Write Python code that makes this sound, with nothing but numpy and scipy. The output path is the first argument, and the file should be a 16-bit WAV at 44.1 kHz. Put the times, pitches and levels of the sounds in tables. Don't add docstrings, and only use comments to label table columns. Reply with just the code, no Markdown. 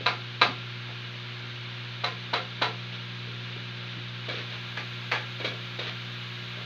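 import sys
import numpy as np
from scipy import signal
from scipy.fft import rfft, irfft, next_fast_len
from scipy.io import wavfile
from scipy.ndimage import map_coordinates

SR = 44100
rng = np.random.default_rng(int(sys.argv[2]) if len(sys.argv) > 2 else 0)


def persist_wave(psi):
    counts = np.round(np.clip(psi, -1, 1) * 32767).astype(np.int16)
    wavfile.write(sys.argv[1], SR, np.atleast_2d(counts).T)


N = 293265


def amp(db):
    return 10 ** (np.asarray(db) / 20)


def unit(x):
    return x / np.sqrt(np.mean(x ** 2) + 1e-20)


def along(points, hz):
    freqs, values = np.transpose(points)
    return np.interp(np.log(hz + 1), np.log(freqs + 1), values)


def resonance_db(peaks, hz):
    return sum(gain / (1 + (2 * (hz - centre) / width) ** 2) for centre, width, gain in peaks)


def ramp(centre_s, length_s):
    return np.clip((np.arange(N) / SR - centre_s) / length_s + .5, 0, 1)


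def wobble(rate):
    knots = rng.standard_normal(int(N * rate / SR) + 4)
    return map_coordinates(knots, [np.arange(N) * rate / SR])


def filtered(x, response):
    size = next_fast_len(len(x) + 8192)
    return irfft(rfft(x, size) * response(np.fft.rfftfreq(size, 1 / SR)), size)[:len(x)]


def noise(spectrum, peaks=()):
    white = rng.standard_normal(N)
    return unit(filtered(white, lambda hz: amp(along(spectrum, hz) + resonance_db(peaks, hz))))


def minimum_phase(db):
    cepstrum = irfft(np.log(amp(db)))
    half = len(cepstrum) // 2
    cepstrum[1:half] *= 2
    cepstrum[half + 1:] = 0
    return np.exp(rfft(cepstrum))


def add(track, onset_s, sound):
    start = max(round(onset_s * SR), 0)
    track[start:start + len(sound)] += sound[:max(N - start, 0)]


# (frequency [Hz], relative spectral density [dB])
HISS_SPECTRUM = [(20, -9), (38, -12.5), (70, -7), (200, -2), (480, -8), (800, -7), (1100, -2), (1500, -1.5),
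                 (1900, -1), (2400, 2.5), (3700, .5), (4300, -3.5), (5400, -18), (6200, -20), (8000, -47.5)]
TOP_SPECTRUM = [(3000, -22), (5500, 5), (6500, 15.5), (8000, -7), (10500, -6.5), (13200, 4), (14200, -6),
                (15500, -19)]
# (frequency [Hz], bandwidth [Hz], gain [dB])
HISS_PEAKS = [(1384, 27, 10), (1622, 110, 6), (2210, 27, 5), (2400, 20, 4.5), (2904, 47, 4.5),
              (3240, 110, 2), (3540, 56, 6), (3745, 62, 3.5), (3930, 130, 3.5)]

def hiss(hiss_db=-41, top_db=-76, hiss_rise_db=1, top_rise_db=5.5):
    brightening = ramp(centre_s=4.43, length_s=0.56)
    hollow = amp(hiss_db + hiss_rise_db * brightening) * noise(HISS_SPECTRUM, HISS_PEAKS)
    top = amp(top_db + top_rise_db * brightening) * noise(TOP_SPECTRUM)
    return hollow + top


# (frequency [Hz], level [dB])
HUM_HARMONICS = [(120, -41), (240, -60), (360, -56.5), (420, -69.5), (480, -67), (540, -65.5), (600, -68.5)]

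def hum(waver_db=0.67, third_hz=180, third_db=-54.5, swell_db=4):
    track, t = np.zeros(N), np.arange(N) / SR
    third = (third_hz, third_db + swell_db * ramp(centre_s=2.1, length_s=0.4))
    for hz, db in [*HUM_HARMONICS, third]:
        amplitude = np.sqrt(2) * amp(db + waver_db * wobble(3.63))
        track += amplitude * np.sin(2 * np.pi * (hz * t + rng.random()))
    return track


# (time [s], level [dB], centre frequency [Hz])
CLOTH_BUMPS = [(.008, -40, 428), (.48, -38.5, 215), (.89, -47, 653), (3.27, -45, 392), (3.561, -45.5, 450),
               (3.96, -42, 256), (4.39, -47, 402), (5.465, -41, 240), (5.516, -43, 517), (6.57, -43.5, 513)]

def cloth_bumps(t60=0.27, q=2.2):
    track, t = np.zeros(N), np.arange(SR // 3) / SR
    for onset, db, centre in CLOTH_BUMPS:
        white = rng.standard_normal(len(t))
        thud = unit(filtered(white, lambda hz: 1 / (1 + (q * (hz - centre) / centre) ** 4)))
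        envelope = amp(db - 60 * t / t60) * (1 - np.exp(-t / 0.001))
        add(track, onset, envelope * thud)
    return track


# (time [s], duration [s], level [dB])
FINGER_STROKES = [(2.946, 0.053, -41), (3.528, 0.17, -47), (3.9, 0.19, -46), (4.372, 0.16, -37.5),
                  (4.538, 0.094, -40), (5.878, 0.1, -37)]
# (frequency [Hz], relative spectral density [dB])
FRICTION_SPECTRUM = [(200, -11), (500, -1.5), (900, -7.5), (1600, -0.5), (3800, 1), (4600, -12.5),
                     (6200, -24), (8000, -57), (15000, -50)]

def finger_rubs(grain_db=2.5):
    t = np.arange(N) / SR
    swells = sum(amp(db) * np.exp(-(2 * (t - s) / length) ** 2) for s, length, db in FINGER_STROKES)
    return swells * unit(noise(FRICTION_SPECTRUM) * amp(grain_db * wobble(400)))


# (delay [s], gain [dB], low-pass cutoff [Hz])
EARLY_ARRIVALS = [(0, -1.5, 12000), (.0044, 5, 7000), (.0062, -2, 4000), (0.0141, 1.5, 1900),
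                  (0.017, -32, 3000)]
# (frequency [Hz], reverberation time [s])
ROOM_T60 = [(200, 0.47), (500, 0.31), (1200, 0.25), (4000, 0.24), (12000, 0.29)]

def arrivals(hz, tail_db, scatter_db, scatter_t60=0.059):
    t = np.arange(SR // 2) / SR
    bands, frames, grains = signal.stft(rng.standard_normal(len(t)), SR, nperseg=256)
    decay = amp(-60 * frames / along(ROOM_T60, bands)[:, None])
    tail = signal.istft(grains * decay, SR, nperseg=256)[1][:len(t)]
    tail *= 1 - np.exp(-t / 0.015)
    scatter = rng.standard_normal(len(t)) * amp(-60 * t / scatter_t60) * (1 - np.exp(-t / 0.0019))
    early = amp(scatter_db) * rfft(scatter) / np.linalg.norm(scatter)
    for delay, db, cutoff in EARLY_ARRIVALS:
        lag = delay * rng.uniform(.95, 1.05)
        early += amp(db) * np.exp(-2j * np.pi * hz * lag) / (1 + 1j * hz / cutoff)
    return early, amp(tail_db) * rfft(tail) / np.linalg.norm(tail)


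# (frequency [Hz], relative spectral density [dB])
CRACK_SPECTRUM = [(30, -55), (120, -16), (250, -14), (450, -8), (1200, 3.5), (2500, 8.5), (4100, -0.5),
                  (4650, -6), (5100, -16.5), (6400, -28.5), (7800, -48.5), (10000, -56.5), (13000, -47.5),
                  (15500, -60)]
# (frequency [Hz], gain [dB])
NEAR_GAIN = [(2000, -3.5), (3300, -3.5), (4100, 1.5), (4700, -4), (6000, -0.5), (12000, 0.5)]
BAND_EDGES = [250, 700, 1800, 3000, 5000, 8000]

def impacts(events, modes, balance, tail_db, scatter_db, touch_db, tail_ring=0.71):
    gain_db, lead_s = -9.0, 0.003523
    touch_hz, pivot_hz = 950, 1490
    track, hz = np.zeros(N), np.fft.rfftfreq(SR // 2, 1 / SR)
    crack_db, ring_db = along(CRACK_SPECTRUM, hz), resonance_db(modes, hz)
    near = minimum_phase(crack_db + ring_db + along(NEAR_GAIN, hz))
    far = minimum_phase(crack_db + tail_ring * ring_db)
    touch = minimum_phase(touch_db - 10 * np.log10(1 + (hz / touch_hz) ** 4))
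    centres = np.sqrt(np.multiply(BAND_EDGES[:-1], BAND_EDGES[1:]))
    for onset, db, hardness in events:
        early, tail = arrivals(hz, tail_db, scatter_db)
        crack = (near * early + far * tail) * np.exp(-2j * np.pi * hz * lead_s)
        spectrum = touch * near * early + crack
        band_db = db + np.array(balance) + hardness * np.log2(centres / pivot_hz)
        band_power = np.histogram(hz, BAND_EDGES, weights=abs(spectrum) ** 2)[0]
        blow_db = np.interp(np.log(hz + 1), np.log(centres), band_db - 10 * np.log10(band_power))
        blow = irfft(spectrum * minimum_phase(blow_db + gain_db))
        add(track, onset - lead_s, blow[:SR // 3] * len(hz))
    return track


# (time [s], level [dB], hardness
# [dB/octave])
MIRROR_TICKS = [(4.287, -34.5, -1.1), (5.401, -39, -1.2), (5.446, -31, 0.4), (5.791, -35.5, .3)]
# (frequency [Hz], bandwidth [Hz], gain [dB])
MIRROR_MODES = [(474, 140, 14.5), (880, 140, -10.5), (1670, 65, 10), (2265, 73, 16), (2420, 120, 7),
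                (3300, 45, 17), (3760, 76, 16.5), (4030, 59, 11.5), (4640, 27, 3)]
MIRROR_BALANCE = (-1, -4, -2.6, -0.8, -18.5)

def mirror_ticks():
    return impacts(MIRROR_TICKS, MIRROR_MODES, MIRROR_BALANCE, tail_db=10, scatter_db=6, touch_db=3.5)


# (time [s], level [dB], hardness [dB/octave])
TOOL_TAPS = [(4.771, -32.5, 1.1), (5.1155, -23.5, 1)]
# (frequency [Hz], bandwidth [Hz], gain [dB])
TOOL_MODES = [(484, 60, 10), (854, 51, 11), (1186, 35, 11.5), (1550, 40, 12), (1690, 130, 12),
              (2040, 34, 14), (2370, 260, 11.5), (3330, 39, 9), (4770, 50, 5)]
TOOL_BALANCE = (-8.5, -1.5, -4.5, -11.5, -24.5)

def tool_taps():
    return impacts(TOOL_TAPS, TOOL_MODES, TOOL_BALANCE, tail_db=10.5, scatter_db=6.5, touch_db=-16)


# (time [s], level [dB], hardness [dB/octave])
CASE_KNOCKS = [(2.0405, -27.5, 1), (2.335, -25.5, 0), (2.619, -24, 0.1)]
# (frequency [Hz], bandwidth [Hz], gain [dB])
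CASE_MODES = [(458, 85, 14), (517, 30, 8.5), (721, 49, 15), (850, 15, 10), (970, 28, 8.5), (1027, 55, 13),
              (1200, 19, 7), (1366, 104, 14), (1890, 41, 7.5), (2150, 67, 9.5), (2850, 70, 2),
              (3370, 40, 5), (3890, 44, 7.5), (3960, 120, 11.5)]
CASE_BALANCE = (-6, -0.5, -6.5, -4, -22.5)

def case_knocks():
    return impacts(CASE_KNOCKS, CASE_MODES, CASE_BALANCE, tail_db=9.5, scatter_db=7, touch_db=3)


# (time [s], level [dB], hardness [dB/octave])
LID_SNAPS = [(.0615, -21, -0.5), (.4146, -16.5, -0.5)]
# (frequency [Hz], bandwidth [Hz], gain [dB])
LID_MODES = [(491, 60, 9.5), (723, 48, 13), (853, 19, 12), (1015, 49, 15.5), (1218, 53, 13.5),
             (1280, 250, 5), (1375, 63, 13.5), (1605, 30, 13.5), (2190, 98, 12), (2380, 68, 11),
             (2600, 50, 11), (3720, 45, 8), (3966, 130, 13)]
LID_BALANCE = (-11.5, -2, -6.5, -5, -24.5)

def lid_snaps():
    return impacts(LID_SNAPS, LID_MODES, LID_BALANCE,
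                   tail_db=7, scatter_db=2.5, touch_db=-14, tail_ring=0.54)


def scene():
    contacts = lid_snaps() + case_knocks() + tool_taps() + mirror_ticks()
    return (contacts + finger_rubs() + cloth_bumps() + hum() + hiss())[None]


def record(dry):
    cutoff_hz = 15450
    return filtered(dry[0], lambda hz: hz < cutoff_hz)[None]


dry = scene()
out = record(dry)
persist_wave(out)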